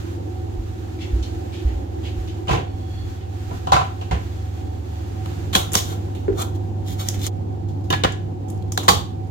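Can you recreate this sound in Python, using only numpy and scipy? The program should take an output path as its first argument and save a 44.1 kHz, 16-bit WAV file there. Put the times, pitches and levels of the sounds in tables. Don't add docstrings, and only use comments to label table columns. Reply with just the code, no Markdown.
import sys
import numpy as np
from scipy import signal
from scipy.fft import rfft, irfft
from scipy.io import wavfile
from scipy.ndimage import uniform_filter1d

SR = 44100
rng = np.random.default_rng(int(sys.argv[2]) if len(sys.argv) > 2 else 0)


def waveform_to_disk(signal):
    frames = np.transpose(np.atleast_2d(signal))
    scaled = np.clip(frames, -1, 1) * 32767
    samples = np.round(scaled).astype(np.int16)
    wavfile.write(sys.argv[1], SR, samples)


N = 410130
TURN_S = 5.15

# start_s, building_db, rumble_db, drone_db, low_hum_db, high_hum_db
BACKGROUND_LEVELS = [(0, -43.5, -39.5, -40.5, -32.5, -31), (2.45, -41, -39.5, -52, -31.5, -31),
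                     (5.2, -42.5, -34, -50, -34.5, -27), (7.28, -52, -32.5, -72, -43, -27.5)]
# pitch_hz, width_hz, level_db
BOARD_MODES = [(609, 243, -4), (685, 47, 2), (765, 50, 2), (1010, 45, 1.5), (1134, 77, -4.5), (1357, 46, 0),
               (1536, 60, -7.5)]
# pitch_hz, width_hz, level_db
STEM_MODES = [(2100, 1200, 0), (2750, 330, 4.5), (3370, 770, 9.5), (4490, 990, 11.5), (5500, 5700, 8.5),
              (7170, 3000, 0.5), (13000, 2400, -5)]


def amp(db):
    return 10 ** (np.asarray(db) / 20)


def unit_rms(x):
    return x / np.sqrt(np.mean(x ** 2) + 1e-20)


def peak(x, db):
    return amp(db) * x / np.max(np.abs(x))


def glide(rows):
    return np.interp(np.arange(N) / SR, *np.transpose(rows))


def held(rows):
    starts, *columns = np.transpose(rows)
    row = np.searchsorted(starts, np.arange(N) / SR, side="right") - 1
    return [uniform_filter1d(column[row], size=SR // 20) for column in columns]


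def at_hz(points, hz):
    pitches, values = np.transpose(points)
    return np.interp(np.log(hz + 1e-9), np.log(pitches), values)


def drift(rate_hz):
    hop = 40
    r = np.exp(-2 * np.pi * hop * rate_hz / SR)
    slow = signal.lfilter([1], [1, -2 * r, r * r], rng.standard_normal(N // hop + 2002))[2000:]
    return np.interp(np.arange(N) / hop, np.arange(len(slow)), unit_rms(slow))


def resonate(x, hz, width_hz):
    r = np.exp(-np.pi * width_hz / SR)
    gain = (1 - r * r) / 2
    return signal.lfilter([gain, 0, -gain], [1, -2 * r * np.cos(2 * np.pi * hz / SR), r * r], x + 1e-18)


def body(x, modes, centre_hz=1000, octaves=1000.0):
    tap = signal.unit_impulse(SR // 12)
    ringing = 0
    for k, (hz, width, db) in enumerate(modes):
        weight = amp(db) / (1 + (np.log2(hz / centre_hz) / octaves) ** 2)
        ringing = ringing + (-1) ** k * weight * resonate(tap, hz, width)
    return signal.fftconvolve(x, ringing / np.sqrt(np.sum(ringing ** 2)))[:len(x)]


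def diffuse(spectrum, size=N):
    # pitch_hz, likeness (-1 to 1)
    likeness = [(60, 0.39), (130, 0.78), (290, 0.55), (640, -0.45), (1410, -0.37), (3100, -0.059),
                (6820, -0.037), (15000, 0.054)]
    hz = np.arange(size // 2 + 1) * SR / size
    mid, side = rfft(rng.standard_normal((2, size)))
    alike = at_hz(likeness, hz)
    stereo = np.sqrt(1 + alike) * mid + np.sqrt(1 - alike) * side * [[1], [-1]]
    inside = (hz > spectrum[0][0]) & (hz < spectrum[-1][0])
    return unit_rms(irfft(amp(at_hz(spectrum, hz)) * inside * stereo, size))


def room_echo():
    # from_hz, fade_s
    bands = [(60, 0.29), (300, 0.35), (1200, 0.35), (4000, 0.3), (9000, 0.27)]
    size, tail = 3 * 2 ** 12, 0
    t, hz = np.arange(size) / SR, np.arange(size // 2 + 1) * SR / size
    noise = rfft(diffuse([(20, 0), (20000, 0)], size))
    for (low, fade_s), (high, _) in zip(bands, bands[1:] + [(SR, 0)]):
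        band = irfft(noise * ((hz >= low) & (hz < high)), size)
        fall = amp(-60 * t / fade_s)
        tail = tail + band * fall / np.sqrt(np.sum(fall ** 2))
    return tail * np.clip(t / .004, 0, 1)


def scatter(x, longest_s=.0008):
    paths = signal.unit_impulse(SR // 80)
    for lag in (rng.uniform(.15, 1, 3) * longest_s * SR).astype(int):
        loop = np.zeros(lag + 1)
        loop[0], loop[-1] = 1, .6
        paths = signal.lfilter(loop[::-1], loop, paths)
    return signal.fftconvolve(x, paths)[:len(x)]


def place(out, x, start_s, room_db, into_room=None):
    lag_s, stop_s = 0.0004, 7.279
    late = np.roll(x, round(lag_s * SR))
    low = signal.lfilter(*signal.butter(1, 1300, fs=SR), late)
    late = low + scatter(late - low)
    direct = np.array([x, late] if start_s > TURN_S else [late, x])
    into_room = x if into_room is None else into_room
    echo = signal.fftconvolve(into_room[None], room_echo(), axes=1)[:, :len(x)]
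    i = round(start_s * SR)
    sound = (direct + amp(room_db) * echo)[:, :N - i]
    if start_s < stop_s:
        t = start_s + np.arange(sound.shape[1]) / SR
        sound = sound * amp(-900 * np.clip(t - stop_s, 0, None))
    out[:, i:i + sound.shape[1]] += sound


def room_noise():
    # pitch_hz, level_db
    building = [(22, -12), (35, -20), (50, -10), (70, -3)]
    rumble = [(32, -42.5), (55, -14), (79, 2.5), (102, -2.5), (123, -5), (146, -4.5), (260, -14),
              (340, -53), (570, -120)]
    whirr = [(140, -18.5), (230, -5.5), (346, 1.5), (374, -3.5), (408, -9), (545, -10), (613, -17),
             (684, -12.5), (752, -8.5), (813, -12), (908, -16), (1150, -28.5), (1500, -36), (1950, -65),
             (3300, -120)]
    hiss = [(710, -4), (1200, 1), (1770, -0.5), (2040, -4.5), (2680, -5.5), (5180, -10), (6950, -13),
            (8630, -16), (11200, -20.5), (15200, -18.5), (16000, -26)]
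    # time_s, level_db
    whirr_levels = [(0, -38), (.9, -38.5), (1.7, -35.5), (2.2, -38.5), (3.3, -40), (4.9, -38.5), (5.5, -35),
                    (6.75, -36), (8.7, -37), (9.3, -39)]
    hiss_levels = [(0, -45.5), (.2, -52.5), (1.7, -49), (1.9, -54.5), (2.2, -49.5), (2.7, -55), (3.1, -49),
                   (3.25, -55), (3.45, -47), (4.0, -52), (4.58, -50.5), (4.8, -53), (5.3, -46),
                   (6.0, -50.5), (6.75, -57), (7.27, -47.5), (7.3, -59.5), (9.3, -58)]
    building_db, rumble_db = held(BACKGROUND_LEVELS)[:2]
    return (amp(building_db + 3 * drift(4)) * diffuse(building)
            + amp(rumble_db + .7 * drift(7)) * diffuse(rumble)
            + amp(glide(whirr_levels) + drift(7)) * diffuse(whirr)
            + amp(glide(hiss_levels) + drift(7)) * diffuse(hiss))


def room_drones():
    # pitch_hz, width_hz, level_db
    duct_bands = [(280.2, 7.5, -48), (357.7, 1.5, -48), (755, 4.6, -46.5)]
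    # pitch_hz, width_hz, level_db
    ring_modes = [(1800, 60, -3), (2780, 90, -9), (3355, 70, 2), (4380, 70, 0)]
    # time_s, level_db
    ring_levels = [(2.5, -90), (2.65, -63.5), (3.05, -53.5), (3.25, -72), (4.5, -67), (5.05, -63.5),
                   (5.15, -82)]
    drone_hz, drone_width_hz = 335.7, 50
    drone_db = held(BACKGROUND_LEVELS)[2]
    noise = diffuse([(100, 0), (6000, 0)])
    drone = resonate(resonate(noise, drone_hz, drone_width_hz), drone_hz, drone_width_hz)
    out = amp(drone_db + 3.6 * drift(11.4)) * unit_rms(drone)
    for hz, width, db in duct_bands:
        out += amp(db) * unit_rms(resonate(noise, hz, width))
    ring = sum(amp(db) * resonate(resonate(noise, hz, width), hz, width) for hz, width, db in ring_modes)
    return out + amp(glide(ring_levels) + 1.2 * drift(4)) * unit_rms(ring)


def hum(pitches_hz=(79.4, 98.94)):
    # waver_hz, waver_db
    wavers = [(1.6, 3), (0.37, 2)]
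    out = 0
    for hz, db, (waver_hz, waver_db) in zip(pitches_hz, held(BACKGROUND_LEVELS)[3:], wavers):
        gain = np.sqrt(2) * amp(db + waver_db * np.tanh(drift(2.53)))
        pitch = hz + waver_hz * drift(2.5)
        out = out + gain * np.sin(2 * np.pi * np.cumsum(pitch) / SR)
    return out


def footsteps(fade_s=0.25):
    # start_s, level_db, pitch_hz
    footfalls = [(0.572, -18, 47.5), (1.127, -6, 59), (1.191, -13, 60), (1.647, -5.5, 62.5),
                 (1.749, -12, 65), (2.173, -15, 53.6), (2.507, -15, 59), (3.725, -12.5, 73),
                 (4.117, -9.5, 67), (5.56, -22, 55.7), (6.3, -20, 49), (8.041, -17, 68), (8.889, -20, 61.6)]
    t, out = np.arange(SR // 2) / SR, np.zeros(N + SR)
    swell = (1 - np.exp(-t / 0.0053)) ** 2
    for start_s, db, hz in footfalls:
        i = round(start_s * SR)
        out[i:i + len(t)] -= amp(db - 60 * t / fade_s) * swell * np.sin(2 * np.pi * hz * t)
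    return out[:N]


def burst(decay_s, grit_db, lead_db=-60):
    t = np.arange(SR // 3) / SR
    sign, size = rng.standard_normal((2, len(t)))
    rise = 1 - np.exp(-t / .0006)
    run = amp(grit_db * size) * np.sign(sign) * rise * np.exp(-t / max(decay_s, .0004))
    run[SR // 2000] += amp(lead_db) * np.sqrt(np.sum(run ** 2))
    return run


def scuffs():
    # start_s, level_db, pitch_hz, decay_s
    rubs = [(0.987, -43, 2660, 0.012), (1.007, -36, 2320, 0.022), (1.225, -36, 3370, 0.006),
            (1.521, -42.5, 2680, 0.05), (1.667, -46, 1980, 0.038), (2.031, -42.5, 2920, 0.023),
            (2.049, -38.5, 2440, 0.023), (2.275, -39.5, 2700, 0.0069), (3.206, -48, 2250, 0.016)]
    out = np.zeros((2, N))
    for start_s, db, hz, decay_s in rubs:
        friction = burst(decay_s, grit_db=2.9)
        rub = resonate(resonate(friction, hz, 1.6 * hz), hz, 0.59 * hz)
        place(out, peak(rub, db), start_s, room_db=8)
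    return out


def bin_thuds():
    # start_s, level_db
    bounces = [(6.281, -10), (6.306, -24), (6.329, -25)]
    # pitch_hz, width_hz, level_db
    bin_modes = [(300, 52, 8.5), (368, 35.7, 18.5), (405, 77, 14), (265, 56, 8.5), (1340, 230, -23)]
    out = np.zeros((2, N))
    soft_touch = signal.lfilter(*signal.butter(2, 1800, fs=SR), signal.unit_impulse(SR // 3))
    for start_s, db in bounces:
        place(out, peak(body(soft_touch, bin_modes), db), start_s, room_db=1)
    return out


def knife_blade():
    # start_s, level_db
    touches = [(7.9025, -12), (7.926, -16.5), (8.038, -15), (8.122, -40)]
    # pitch_hz, level_db, fade_s (time to fall 60 dB)
    tones = [(1690, -10, 0.31), (1950, -4, 0.088), (2440, -16, 0.29), (2960, 11.5, 0.014), (3630, -3, 0.06),
             (4228, -18, .25), (4770, -7, 0.034), (6100, -15, 0.031), (10700, -6, 0.012), (13050, -9, .01),
             (15600, -10, .009)]
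    out, t = np.zeros((2, N)), np.arange(SR // 3) / SR
    rise = 1 - np.exp(-t / 0.00043)
    for start_s, db in touches:
        ring = sum(amp(tone_db + rng.normal(0, 2.7) - 60 * t / fade_s) * np.sin(2 * np.pi * hz * t)
                   for hz, tone_db, fade_s in tones)
        place(out, peak(ring * rise, db), start_s, room_db=-4.5)
    return out


def pings():
    # start_s, level_db, pitch_hz, fade_s (time to fall 60 dB)
    tones = [(2.4795, -27, 2930, .03), (2.49, -33, 2470, .025), (3.766, -30, 2640, .04),
             (5.55, -17, 3290, 0.055), (8.883, -7, 819, 0.078), (8.883, -3.5, 1112, 0.04),
             (8.887, -14, 4570, 0.062), (8.887, -30, 7500, .035)]
    out, t = np.zeros((2, N)), np.arange(SR // 3) / SR
    rise = 1 - np.exp(-t / 0.00052)
    for start_s, db, hz, fade_s in tones:
        tone = amp(-60 * t / fade_s) * rise * np.sin(2 * np.pi * hz * t)
        place(out, peak(tone, db), start_s, room_db=-6)
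    return out


def blows(rows, click_modes, board_modes, grit_db, lead_db, counter_hz, contact_hz):
    # pitch_hz, width_hz, level_db
    counter_modes = [(138.7, 37, -14), (190, 18, -13), (331, 190, -4), (389, 40, 1.5), (421.6, 8.6, 5.5),
                     (491, 190, 10)]
    out, touch = np.zeros((2, N)), np.zeros(SR // 12)
    n = np.arange(SR // 100)
    touch[:len(n)] = (n + 1) * np.exp(-2 * np.pi * contact_hz * n / SR)
    counter = body(touch, counter_modes, counter_hz, octaves=0.27)
    for start_s, click_db, click_hz, board_db, board_hz, counter_db, decay_s, room_db in rows:
        own_ring = body(touch, [(click_hz, click_hz / 3.2, 0)])
        click = body(touch, click_modes, click_hz, octaves=9.7) + amp(6.5) * own_ring
        board = body(touch, board_modes, board_hz, octaves=0.58)
        sound, into_room = np.zeros((2, SR // 3))
        for ringing, db, push_s, send_db in ((click, click_db, decay_s, 0),
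                                             (board, board_db, .6 * decay_s, -7),
                                             (counter, counter_db, decay_s + 0.0028, 0)):
            impacts = burst(push_s, grit_db, lead_db)
            part = peak(signal.fftconvolve(impacts, ringing)[:len(sound)], db)
            sound += part
            same_energy = np.sqrt(np.sum(part ** 2) / np.sum(ringing ** 2))
            into_room[:len(ringing)] += amp(send_db) * same_energy * ringing
        place(out, sound, start_s, room_db, into_room)
    return out


def counter_knocks():
    # start_s, click_db, click_hz, board_db, board_hz, counter_db, decay_s
    knocks = [(2.384, -65, 2000, -36, 704, -53, 0.0074), (2.472, -45, 6000, -26, 800, -39, 0.0022),
              (2.4818, -27, 2900, -18.5, 800, -23, 0.018), (2.4920, -25, 2430, -12.5, 806, -23, 0.035),
              (2.5085, -18.5, 2030, -14, 830, -18.5, 0.018),
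              (2.5296, -22.5, 1740, -11.5, 790, -18.5, 0.012), (2.548, -27, 2630, -36, 800, -27, 0.011),
              (2.576, -32, 2880, -31, 800, -22.5, 0.019), (3.51, -65, 1810, -26, 805, -30.5, 0.0054),
              (3.6703, -29.5, 2930, -15.5, 930, -27.5, 0.0037),
              (3.7195, -14.5, 3770, -1, 914, -17.5, 0.011), (3.7300, -10.5, 1890, -16, 756, -19, 0.0052),
              (3.7390, -37, 3550, -14, 810, -26, 0.0025), (3.7636, -33, 2550, -10, 860, -41, 0.0046),
              (3.794, -29, 2490, -20, 1200, -29, 0.0051), (3.81, -39, 2460, -16, 1050, -30.5, 0.0043),
              (4.0123, -32.5, 2650, -29.5, 800, -53, 0.0032), (4.1109, -21, 1830, -18, 800, -18.5, 0.021),
              (7.903, -16, 6000, -13, 880, -13.5, 0.012), (7.9257, -13, 3200, -9, 890, -25, 0.0054),
              (7.9360, -10.5, 1900, -11.5, 870, -39, 0.014), (8.0361, -38, 6000, -9, 930, -9, 0.001),
              (8.0362, -6, 3240, -17, 1310, -41, 0.0018), (8.045, -12, 1760, -7, 730, -29, 0.0039),
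              (8.0492, -10.5, 1790, -9.5, 1100, -10, 0.0079), (8.1215, -26, 6550, -42, 800, -26, 0.0032)]
    far_room_db, near_room_db = 7.5, -4.5
    far = [(*row, far_room_db) for row in knocks if row[0] < TURN_S]
    near = [(*row, near_room_db) for row in knocks if row[0] > TURN_S]
    # pitch_hz, width_hz, level_db
    click_modes = [(1460, 390, 30), (1940, 510, 22), (2560, 1100, 20.5), (3330, 480, 13), (5460, 1400, -5),
                   (6900, 1100, -6)]
    return sum(blows(rows, click_modes, BOARD_MODES, grit_db, lead_db=-1, counter_hz=138, contact_hz=hz)
               for rows, grit_db, hz in ((far, 3.2, 7700), (near, 5.3, 7300)))


def leaf_rustle(depth_db=30):
    # loudest_from_s, level_db, swell_s, hold_s, fade_s, dull_db
    strokes = [(5.558, -21.5, 0.0035, 0, 0.1, 3.5), (5.769, -22, 0.0031, 0, 0.076, -6),
               (5.871, -43.5, 0.11, 0.06, 0.073, 2.5), (6.204, -55, 0.024, 0, 0.02, -14),
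               (6.393, -34.5, 0.047, 0.034, 0.04, 8), (6.49, -61, 0.028, 0.0013, .03, -15),
               (6.552, -51.5, 0.03, 0.0069, 0.032, -21), (6.875, -43.5, 0.039, 0.063, 0.025, -19),
               (6.997, -36, 0.028, 0.018, 0.073, -1), (7.071, -40, 0.06, 0.019, 0.045, -3),
               (7.141, -43, 0.026, 0.0061, 0.04, -4), (7.235, -35.5, 0.092, 0.039, 0.024, -15)]
    out, t = np.zeros((2, N)), np.arange(SR // 3) / SR
    for loudest_s, db, swell_s, hold_s, fade_s, dull_db in strokes:
        grit = unit_rms(rng.standard_normal(len(t)) * amp(6 * rng.standard_normal(len(t))))
        friction = body(grit, STEM_MODES) + amp(dull_db) * body(grit, BOARD_MODES)
        dip = np.clip(np.maximum(1 - t / swell_s, (t - swell_s - hold_s) / fade_s), 0, None)
        place(out, amp(db - depth_db * dip) * friction, loudest_s - swell_s, room_db=-7.5)
    return out


def stem_snaps():
    # start_s, crack_db, crack_hz, thump_db, decay_s, room_db
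    breaks = [(5.2586, -34.5, 2300, -24, 0.0023, 0), (5.529, -22, 3070, -23, 0.044, 15),
              (5.537, -27, 7050, -21, 0.01, 8), (5.5493, -10.5, 3500, -8.5, 0.0024, 3),
              (5.5514, 4.5, 3320, -0.5, 0.006, -9), (5.7187, -22, 6940, -26, 0.012, 6),
              (5.733, -7, 8900, -36, 0.0013, 4), (5.74, -15.5, 3280, -14, 0.008, 8.5),
              (5.7524, 3, 5350, -3, 0.0013, -4.5), (6.15, -32.5, 2800, -55, 0.004, 6.5),
              (6.4193, -14.5, 7500, -45, 0.002, -25), (7.0862, -6.5, 5900, -26, 0.0011, -7),
              (7.1424, -29, 2140, -30, 0.0039, 2), (7.215, -24, 3970, -40, 0.0015, -2),
              (7.241, -17.5, 4240, -38, 0.004, 3), (7.2658, -11, 6960, -18.5, 0.011, -17),
              (7.686, -43, 4330, -49, 0.0032, 9), (7.81, -45, 4500, -59, 0.0015, 1),
              (7.839, -45, 4460, -60, 0.0015, 11), (8.483, -38, 7040, -55, 0.012, 6),
              (8.501, -25.5, 9000, -54, 0.0034, -5), (8.576, -42, 6500, -53, 0.002, -9),
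              (8.624, -37, 3400, -50, 0.0035, -11), (8.6821, -46, 4500, -52, 0.0027, -2),
              (8.7205, -17.5, 6200, -26, 0.0034, -4), (8.7310, -34, 12900, -55, 0.002, 4),
              (8.7756, -6.5, 3620, -5, 0.0018, -2.5), (8.832, -33, 6350, -22, 0.003, 10.5),
              (8.881, -3, 3460, 0, 0.007, 3.5), (8.8870, 2, 4330, 5.5, 0.012, -0.5),
              (9.2728, -50, 7000, -59, 0.0019, -12)]
    thump_hz, counter_loss_db = 966, 12.5
    rows = [(start_s, db, hz, thump_db, thump_hz, thump_db - counter_loss_db, decay_s, room_db)
            for start_s, db, hz, thump_db, decay_s, room_db in breaks]
    damped_board = [(hz, 4.2 * width, db) for hz, width, db in BOARD_MODES if hz < 1200]
    return blows(rows, STEM_MODES, damped_board, grit_db=7, lead_db=2, counter_hz=186, contact_hz=SR)


def scene():
    hands = (counter_knocks() + stem_snaps() + knife_blade() + pings()
             + bin_thuds() + scuffs() + leaf_rustle())
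    background = hum() + footsteps() + room_noise() + room_drones()
    hands_bass = signal.lfilter(*signal.butter(1, 900, fs=SR), hands)
    lean_right = amp([[-1], [1]])
    return hands - hands_bass + (background + hands_bass) * lean_right


def record(dry):
    # pitch_hz, width_hz, gain_db
    bumps = [(3240, 3900, 3), (5230, 1900, -2), (6860, 1400, 5), (8660, 2700, -2.5), (13400, 4700, 3)]
    for hz, width, db in bumps:
        dry = dry + (amp(db) - 1) * resonate(dry, hz, width)
    limited = dry / (1 + dry ** 8) ** .125
    rolled_off = signal.sosfilt(signal.cheby2(12, 16, 16350, fs=SR, output="sos"), limited)
    return signal.sosfilt(signal.cheby2(12, 60, 17080, fs=SR, output="sos"), rolled_off)


dry = scene()
out = record(dry)
waveform_to_disk(out)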